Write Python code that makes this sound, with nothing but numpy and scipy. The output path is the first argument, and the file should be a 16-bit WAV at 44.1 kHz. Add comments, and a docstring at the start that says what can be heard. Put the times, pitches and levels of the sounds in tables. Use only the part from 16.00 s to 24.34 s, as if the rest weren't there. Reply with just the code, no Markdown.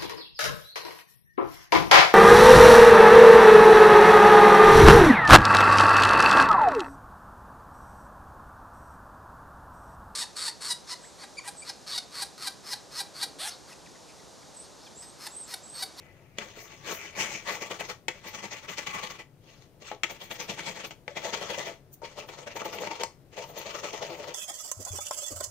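"""A quiet kitchen hums around a phone with two microphone ports. After a faint scrape and a knock on a dish,
an orange is grated on a flat steel grater in quick strokes to and fro with pauses. More knocks, some with short
noisy tails, and faint scrapes fall between. Peel slips over the teeth in dense tiny jerks of noise that ring the
sheet and the dish. Bangles jingle at the wrist as chattering noise through high resonances, and counter and
walls add a short diffuse tail."""
import sys
import numpy as np
from scipy import signal
from scipy.fft import rfft, irfft, next_fast_len
from scipy.io import wavfile
from scipy.ndimage import uniform_filter1d

SR = 44100
rng = np.random.default_rng(int(sys.argv[2]) if len(sys.argv) > 2 else 0)


def generate_wav(signal):
    """Clip the signal to [-1, 1] and save it as 16-bit WAV at the path in sys.argv[1]."""
    frames = np.transpose(np.atleast_2d(signal))
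    scaled = np.clip(frames, -1, 1) * 32767
    pcm = np.round(scaled).astype(np.int16)
    wavfile.write(sys.argv[1], SR, pcm)


N = 367794
TIME = np.arange(N) / SR
SIZE = next_fast_len(N + SR // 2)  # transform length, with space for tails
HZ = np.maximum(np.arange(SIZE // 2 + 1) * SR / SIZE, 1.)

# colour of each bout of strokes: from_s, dish_weight_db, thud_db, lowest_dish_mode_db, low_sheet_db,
# high_sheet_db, teeth_db, then six extra rings [dB], one for each of LOOSE_MODES
BOUT_COLOURS = [(0, -1, -3, 0, -3, -8, -9, -6, -12, -6, -12, -20, -20),
                (.37, -2, 4, 3, -2.5, -1.5, 0, -7, -2, 0, -10, -10, -14),
                (.83, -2, 4, 3, -3, -3.5, -.5, -9, -1, -12, 2.5, -16, -14),
                (1.45, 1.5, 0, 0, 1.5, -1.5, -.5, -2, -2, 2, -3, -14, -8),
                (2.05, -5, 9, 3, 0, -.5, -1, -9, 3, 0, 0, -14, -10),
                (3.3, -1, -2, 0, 0, 5, 1, -6, 0, -6, -3, -3, -8),
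                (4.02, -1.5, 5, 2, -1, 1.5, -1, 3, -6, -6, 0, -8, -4),
                (5.05, 3.5, -2, -1, 1.5, 1.5, .5, 8, -12, 2, -10, -10, -3),
                (5.9, 2.5, -2.5, -3, 1.5, 1.5, -1, 6, -12, -4, -4, -10, -10),
                (6.45, 5.5, -.5, -1.5, 4, 0, -2, 7, -18, -6, -6, -2, -14),
                (7.2, 5.5, -3.5, -3.5, 4.5, 1.5, -.3, 2, -18, -4, -10, -4, -18)]
# sheet modes that ring more or less with where fruit and hand press; the first rings on when the peel is off:
# mode_hz, width_hz (3 dB down)
LOOSE_MODES = [(920, 18), (1152, 40), (2005, 70), (2285, 90), (2720, 90), (3300, 110)]


def undb(db):
    """Amplitude ratio of a level in dB."""
    return 10 ** (np.asarray(db) / 20)


def along(table):
    """Join (Hz, value) points on a log-frequency axis."""
    hz, value = np.transpose(table)
    return np.interp(np.log(HZ), np.log(np.maximum(hz, 1.)), value)


def causal(db):
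    """Minimum-phase response with the given gain, from the folded cepstrum."""
    cep = irfft(db * np.log(10) / 20, SIZE)
    cep[1:SIZE // 2] *= 2
    cep[SIZE // 2 + 1:] = 0
    return np.exp(rfft(cep))


def body(modes, between_db):
    """Power gain in dB of resonant peaks standing on a broad colour; each width is taken 6 dB down."""
    power = undb(2 * between_db)
    for hz, width, db in modes:
        power = power + undb(2 * db) / (1 + (2 * (HZ - hz) / width) ** 2) ** 2
    return 10 * np.log10(power)


def ring_db_of(hz, width):
    """Gain in dB of one resonance that peaks at 0 dB; the width is taken 3 dB down."""
    return -10 * np.log10(1 + (2 * (HZ - hz) / width) ** 2)


def peak(x, hz, width_hz):
    """Resonant band-pass, gain 1 at the centre."""
    return signal.lfilter(*signal.iirpeak(hz, hz / width_hz, fs=SR), x)


def ports(first, second):
    """Two unrelated spectra of one sound shared out so that the ports agree only in part."""
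    # level between the ports: pitch_hz, left_minus_right_db
    port_balance = [(30, 6), (125, 8), (250, 5), (500, 4.5), (1000, 6), (2000, 5), (3500, 4), (5500, 9),
                    (7500, 5), (9500, -4.5), (12000, 3), (15000, 1)]
    # likeness of the ports: pitch_hz, likeness (0-1)
    port_likeness = [(30, 0.8), (120, 0.8), (250, 0.9), (500, 0.93), (1000, 0.3), (2000, 0.42),
                     (4000, 0.07), (8000, 0.01), (16000, 0.44)]
    # phase between the ports: pitch_hz, left_lead_radians
    port_phase = [(0, 1), (690, 0.1), (1120, 0.7), (1810, 0.5), (3190, 0.42), (4910, -2.5), (5860, -0.5),
                  (6890, -4), (8100, -2), (9390, -3.5), (10300, -1), (10800, -2.5), (13600, -2),
                  (16100, 2.6)]
    like = np.clip(along(port_likeness), 0, .99)
    mid = first * np.sqrt((1 + like) / 2)
    side = second * np.sqrt((1 - like) / 2)
    tilt = undb(along(port_balance) / 2) * np.exp(.5j * along(port_phase))
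    return np.array([(mid + side) * tilt, (mid - side) / tilt])


def swells(times, db, rise_ms, fall_ms, round_ms):
    """Pressure over time: quick rises and exponential falls (ms per 10 dB) added in power, with rounded tops."""
    bite = 1.45  # above 1 the peel catches suddenly and then holds its pressure
    power = np.zeros(N)
    for s, d, rise, fall in zip(times, db, rise_ms, fall_ms):
        near = slice(max(int((s - .4) * SR), 0), int((s + .5) * SR))
        ms = (TIME[near] - s) * 1000
        before = np.abs(ms / max(rise, 1.)) ** bite
        after = ms / max(fall, 1.)
        power[near] += undb(2 * d - 20 * np.where(ms < 0, before, after))
    rounded = uniform_filter1d(power, max(int(round_ms * SR / 1000), 1))
    return np.sqrt(rounded.clip(0))


def jerks(rate, scatter_db, smooth):
    """Two unrelated trains of slips at shared moments and sizes over a share of smooth friction; rms 1."""
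    steps = np.minimum(rng.exponential(1, N), 3)
    size = (rng.random(N) < rate / SR) * undb(scatter_db * steps)
    size = size / np.sqrt(np.mean(size ** 2))
    share = np.clip(smooth, 0, 1)
    return rng.standard_normal((2, N)) * np.sqrt(share + (1 - share) * size ** 2)


def flutter(rate, depth_db):
    """Uneven level: a random value in dB every 1 / rate s, with straight slides between."""
    k = int(SR / rate)
    held = np.repeat(rng.standard_normal(N // k + 1), k)
    return undb(depth_db * uniform_filter1d(held, k)[:N])


def kitchen():
    """Distant hum and hiss: coloured noise, wavering slightly, with low tones that swell and fade."""
    # colour of the hum and hiss: pitch_hz, relative_level_db (per Hz)
    room_colour = [(13, -14), (30, -2), (58, -9), (100, -2), (138, -.5), (169, -5.5), (205, -10.5),
                   (328, -8), (585, -13.5), (1200, -24.5), (7390, -36.5), (8970, -34.5), (12800, -36),
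                   (14700, -32.5), (16000, -42)]
    # low tones, narrow bands of noise: pitch_hz, width_hz (3 dB down), level_db (rms)
    murmur = [(95, 14, -73), (140, 12, -66), (190, 20, -76)]
    bed_db = -58.3  # rms of the mean of both ports
    noise = rng.standard_normal((2, N)) * flutter(6.7, 1.14)
    coloured = rfft(noise, SIZE) * undb(along(room_colour))
    sound = irfft(ports(*coloured), SIZE)[:, :N]
    sound = sound * undb(bed_db) / np.sqrt(np.mean(sound.mean(axis=0) ** 2))
    for hz, width_hz, db in murmur:
        tone = peak(rng.standard_normal(N), hz, width_hz) * flutter(4., 5.)
        # stronger on the left
        sound = sound + undb(db + np.array([[3.], [-3.]])) * tone / np.std(tone)
    return sound


def grater_db():
    """Gain in dB of dish, sheet and teeth: their resonances over the broad colour of the rasp."""
    # resonances of the dish: mode_hz, width_hz (6 dB down), level_db
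    dish_modes = [(196, 69, -9), (339, 54, -5.5), (425.5, 55, -2), (507, 50, -1.5), (583.4, 53, -2.5),
                  (668.4, 45, -3.5), (760, 70, -9), (863, 66, -2.5)]
    # resonances of the steel sheet: mode_hz, width_hz (6 dB down), level_db
    sheet_modes = [(915, 30, -9), (1120, 90, -10), (1308, 49, -7.5), (1420, 40, -21.5), (1870, 100, -10),
                   (2015, 116, -9), (2217, 66, -9), (2360, 97, -7), (2590, 140, -14), (3020, 93, -10.5),
                   (3265, 124, -13), (3550, 27, -40)]
    # resonances of the teeth: mode_hz, width_hz (6 dB down), level_db
    teeth_modes = [(4324, 140, -14), (5350, 77, -17), (5800, 130, -15), (6120, 105, -12),
                   (6540, 330, -12.5), (7260, 120, -22.5)]
    # broad colour between the resonances: pitch_hz, level_db
    rasp_colour = [(25, -40), (70, -35), (150, -20), (270, -27.5), (500, -8), (1000, -13), (1600, -14),
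                   (2500, -10.5), (4500, -17.7), (6800, -17.5), (8000, -25), (10000, -36.5), (13000, -33),
                   (16000, -26.5)]
    return body(dish_modes + sheet_modes + teeth_modes, along(rasp_colour))


def slides():
    """Rows (s, dB, rise ms, fall ms, weight dB) of strokes, pulls back, faint scrapes and tails after knocks."""
    # strokes over the teeth: peak_s, level_db, fall_ms (per 10 dB), own_dish_weight_db,
    # pull_back_level_db (only where one is heard)
    stroke_list = [(.414, -30, 50, 1, -35), (.585, -31, 75, -2.5, -36), (.9, -17.5, 70, 0, -28.5),
                   (1.208, -14.5, 64, 0, -24.5), (1.497, -18.5, 58, 0, -31), (1.624, -17, 19, 1, -27),
                   (1.716, -18, 19, 0, -30), (1.806, -18, 19, 1, -27.5), (1.9, -20.5, 22, -2.5),
                   (2.156, -35.5, 50, 0), (2.267, -27.5, 44, 0), (2.348, -25, 27, 2, -27),
                   (2.441, -20.5, 26, 0, -36), (2.526, -22, 28, 0, -29), (2.64, -29, 24, 0),
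                   (2.694, -20, 20, 0, -27.5), (2.785, -16, 16, -3.5, -27), (2.873, -16, 13, 0, -25),
                   (2.953, -20, 32, 0), (2.99, -22.5, 18, -2), (3.039, -20.5, 24, 0, -30),
                   (3.109, -24.5, 19, 0, -32), (3.2, -28, 17, 0), (4.107, -24.5, 20, 0, -36),
                   (4.222, -28, 30, -2, -38), (4.316, -20.5, 16, 0, -31), (4.405, -18, 20, -2.5, -33),
                   (4.498, -18, 20, 2.5, -32), (4.594, -22.5, 30, 2.5, -33), (4.676, -21.5, 45, 1.5),
                   (4.764, -27.5, 26, 0, -28), (4.85, -23, 19, 1.5), (4.915, -30.5, 14, 0),
                   (5.173, -23, 20, 3.5, -34), (5.253, -20.5, 35, 0, -27), (5.339, -17.5, 19, 1, -25.5),
                   (5.425, -20.5, 29, 0, -33), (5.506, -21, 28, -1, -23.5), (5.591, -17.5, 24, 0, -30),
                   (5.674, -23, 33, 3.5), (6.052, -28, 24, -4, -38.5), (6.186, -26, 30, 0, -36.5),
                   (6.293, -28.5, 16, 2, -31.5), (6.389, -29.5, 27, 0, -35), (6.476, -24, 15, 0, -33),
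                   (6.566, -22, 16, 0, -26.5), (6.658, -20.5, 18, 0, -29), (6.742, -23.5, 30, 0, -31),
                   (6.832, -26.5, 48, 0, -28), (6.915, -21.5, 17, 0, -29), (7.009, -18.5, 18, -2.5),
                   (7.384, -25, 26, 0, -31.5), (7.497, -38, 45, 0), (7.576, -27.5, 36, -4.5, -28.5),
                   (7.665, -27.6, 25, 3, -27.5), (7.754, -24, 25, 1, -28), (7.846, -20.5, 23, -2, -26),
                   (7.939, -22, 22, 1.5, -27.5), (8.028, -23.5, 27, 0, -29.5), (8.109, -27, 42, 1, -32.5),
                   (8.198, -30.5, 40, -1, -31.5), (8.287, -26, 32, 0)]
    # faint scrapes, and short noisy tails after knocks: peak_s, level_db, fall_ms (per 10 dB), dish_weight_db
    scrape_and_tail_list = [(.01, -42.5, 390, -.5), (2.108, -34, 15, 2.5), (3.504, -42.5, 90, -4.5),
                            (3.626, -46.5, 35, -15), (3.822, -38.5, 23, 9.5), (3.875, -32, 40, -6.5),
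                            (3.937, -43.5, 24, 16.5), (4.058, -31, 17, -7.5), (5.103, -40.5, 35, 12),
                            (7.058, -43.5, 35, 5.5), (7.338, -37, 24, 5)]
    rise_share = .6  # rise time over fall time
    pull_at, pull_rise, pull_fall = .49, .3, .25  # shares of the time to the next stroke
    pull_weight_db = -6  # the hand eases off the dish on the way back
    # the dish takes only this share of a stroke's dB above or below the usual
    usual_db, dish_follows = -22, .7
    rows = [(s, db, rise_share * fall, fall, weight) for s, db, fall, weight in scrape_and_tail_list]
    for (s, db, fall, own_db, *pull), after in zip(stroke_list, stroke_list[1:] + [None]):
        bout_weight = [bout[1] for bout in BOUT_COLOURS if bout[0] <= s][-1]
        weight = bout_weight + own_db + (dish_follows - 1) * (db - usual_db)
        rows.append((s, db, rise_share * fall, fall, weight))
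        if pull:
            gap = after[0] - s
            weight = bout_weight + pull_weight_db + (dish_follows - 1) * (pull[0] - usual_db)
            rows.append((s + pull_at * gap, pull[0], 1000 * pull_rise * gap, 1000 * pull_fall * gap, weight))
    return np.transpose(rows)


def strokes():
    """All slides: jerky friction noise rings sheet and teeth; the dish takes its own share of the weight."""
    s, db, rise, fall, dish_db = slides()
    from_s, _, *colour_db = np.transpose(BOUT_COLOURS)
    bout = np.searchsorted(from_s[1:], TIME)
    thud, dish, low, high, teeth, *rings = (undb(c[bout]) for c in colour_db)
    press = swells(s, db, rise, fall, 2.1) * flutter(110., 1.6) * jerks(1500., 2.6, 0.74)
    weight = swells(s, db + dish_db, rise, fall, 6.6) * flutter(60., 1.83) * jerks(2000., 3.3, 0.43)
    # single teeth snag in the peel 260 times per s, below the dense slips
    catches = undb(-9) * swells(s, db, rise, fall, 2.) * jerks(260, 4., 0)
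    sharp = .92 * press + catches
    forces = (weight * thud, weight * dish, weight, press * low, sharp, sharp * high, sharp * teeth)
    tops_hz = [280, 380, 820, 1450, 2700, 4800]  # upper edge of each force but the last
    centres = np.geomspace(140, 14000, 26)
    out = 0
    # the contact wanders over the sheet, so each group of modes is fed unevenly
    for k, hz in enumerate(centres):
        share = np.interp(np.log(HZ), np.log(centres), np.arange(len(centres)) == k)
        wander = flutter(30., 2.2 if hz < 750 else 3.6)
        force = forces[np.searchsorted(tops_hz, hz)]
        out = out + rfft(force * wander, SIZE) * np.sqrt(share)
    out = out * causal(grater_db())
    for fed, mode in zip(rings, LOOSE_MODES):
        ring_force = press * fed * flutter(16., 5.2)
        out = out + rfft(ring_force, SIZE) * causal(ring_db_of(*mode) - 9.5)
    return out


def knocks():
    """A clean blow clangs the sheet near one pitch; contact rattles out into dish, sheet, teeth and free ring."""
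    # grater against dish, bounces included: start_s, dish_and_low_sheet_db, sheet_db, teeth_db, free_ring_db,
    # rattle_ms (time constant), clang_hz, clang_width_hz (6 dB down), clang_db
    knock_list = [(.3843, -7, -3, -3, -1, 5.3, 2500, 2600, 1), (2.0824, -5, -3, -1, -9, 7.5, 2270, 700, 12),
                  (2.0858, -9, -6, -6, -20, 5, 3250, 900, 3), (3.9145, -9, -11, -19, -8, 14, 720, 400, 4.5),
                  (4.0338, -6, 1, 2, 0, 8, 2700, 2200, 10), (4.0402, -10, -8, -8, -20, 4, 2350, 1500, 5),
                  (4.0435, -14, -10, -12, -20, 4, 2300, 1200, 1),
                  (4.908, -18, -15, -16, -20, 4, 2400, 1700, -13),
                  (5.0791, -6, -10, -14, -8, 4.6, 2500, 2400, -2),
                  (6.0185, -23, -34, -30, 7, 8, 520, 300, -11), (6.025, -22, -34, -30, 8, 6, 930, 150, 2),
                  (6.0315, -17, -28, -28, 6, 6, 440, 250, 2), (6.617, -5, -18, -15, 8, 4.8, 680, 1000, 5),
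                  (6.785, -12, -15, -28, 0, 4.6, 2650, 1200, -2),
                  (6.835, -9, -18, -25, 0, 3.5, 2300, 1700, -10),
                  (6.873, -5, -14, -15, 8, 3.7, 2300, 1700, -3),
                  (7.0345, -2.5, -4, 4, 19, 5.1, 2000, 1700, 0),
                  (8.241, -10, -22, -28, -10, 4.5, 2300, 1700, -14)]
    # resonance rung by knocks only: mode_hz, width_hz (6 dB down), level_db
    rim_modes = [(8500, 1200, 2)]
    dish_top_hz, teeth_from_hz, contact_top_hz = 1500, 4200, 12000
    t = np.arange(SR // 12) / SR
    force = np.zeros((5, 2, N + len(t)))  # dish, sheet, teeth, free ring, clang
    for s, *part_db, ring_db, rattle_ms, clang_hz, width_hz, clang_db in knock_list:
        shape = (1 - np.exp(-t / 0.0005)) * (np.exp(-t / .0012) + 0.37 * np.exp(-1000 * t / rattle_ms))
        rattle = shape * rng.standard_normal((2, len(t)))
        i = int(s * SR)
        force[3, :, i] = undb(ring_db)  # one clean push sets the free mode going
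        force[:3, :, i:i + len(t)] += undb(part_db)[:, None, None] * rattle
        blow = undb(-11) * rattle - (t == 0)  # a one-sample push with some rattle
        clang = peak(peak(blow, clang_hz, width_hz), clang_hz, width_hz)
        force[4, :, i:i + len(t)] += undb(clang_db) * clang
    # power shares of the parts
    low = 1 / (1 + (HZ / dish_top_hz) ** 8)
    high = 1 / (1 + (teeth_from_hz / HZ) ** 8)
    soft = undb(2 * body(rim_modes, 0.)) / (1 + (HZ / contact_top_hz) ** 6)
    shares = (low, (1 - low) * (1 - high), high * soft)
    gains = [grater_db() + 10 * np.log10(g + 1e-7) for g in shares]
    gains.append(ring_db_of(*LOOSE_MODES[0]))
    rattles = sum(rfft(f, SIZE) * causal(g) for f, g in zip(force, gains))
    loose = sum(causal(ring_db_of(*mode) - 8.) for mode in LOOSE_MODES[2:])
    return rattles + rfft(force[4], SIZE) * (causal(grater_db()) + loose)


def bangles():
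    """Thin rings slide and chatter together: swells of jerky noise through high resonances."""
    # jingles: peak_s, level_db, length_ms (scales rise and fall)
    jingle_list = [(.635, -40, 78), (.946, -31, 91), (1.255, -42, 97), (1.533, -36, 80), (1.903, -39.6, 43),
                   (2.29, -34, 33), (2.718, -40, 45), (4.121, -34, 32), (4.245, -38, 59), (4.335, -34, 49),
                   (4.431, -38, 71), (4.52, -45, 66), (4.705, -47, 124), (4.877, -35, 33), (5.278, -43, 73),
                   (5.941, -32.5, 24), (6.289, -45, 37), (6.572, -38.2, 34), (6.66, -30.5, 24),
                   (6.75, -33.5, 34), (6.82, -42.2, 75), (7.504, -39.5, 65), (7.591, -29, 22),
                   (7.77, -45, 78), (8.136, -47.4, 77)]
    # resonances of the bangles: mode_hz, width_hz (6 dB down), level_db
    bangle_modes = [(6540, 460, -8), (8760, 330, -8), (10400, 300, -31), (11700, 300, -30),
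                    (13200, 600, -8), (14200, 300, -.5), (14500, 600, -5), (14900, 400, -4),
                    (15300, 540, -12)]
    s, db, length = np.transpose(jingle_list)
    chatter = swells(s, db, 0.58 * length, 0.38 * length, 5.) * jerks(2200.0, 3., .4)
    rumble_db = -10 * np.log10(1 + (4400.0 / HZ) ** 4)  # light rings give no bass
    return rfft(chatter, SIZE) * causal(body(bangle_modes, -20.0 + rumble_db))


def room(near):
    """Direct sound plus a short diffuse tail from counter and walls; moving arms keep changing the reflections."""
    t60_s, tail_db, first_s = 0.24, -11, .004
    t = np.arange(SR // 3) / SR
    sound = irfft(near, SIZE)[:, :N]
    # six tails crossfade in turn, one every 1/6 s, and come round each second
    for k in range(6):
        tail = rng.standard_normal((2, len(t))) * np.exp(-np.log(1000) * t / t60_s) * (t > first_s)
        tail = tail / np.sqrt(np.sum(tail ** 2) / 2)
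        turn = (6 * TIME - k + 3) % 6 - 3
        share = np.cos(np.pi / 2 * np.clip(turn, -1, 1))
        near = near + undb(tail_db) * rfft(tail, SIZE) * rfft(sound * share, SIZE)
    return near


def scene():
    """Grater and bangles sound in the room and reach both ports, over the kitchen."""
    near = ports(*room(strokes() + knocks() + bangles()))
    return irfft(near, SIZE)[:, :N] + kitchen()


def record(dry):
    """The phone cuts the top with a steep low-pass."""
    top_hz = 15720
    return signal.sosfilt(signal.ellip(10, .2, 70, top_hz, fs=SR, output="sos"), dry)


dry = scene()
out = record(dry)
generate_wav(out)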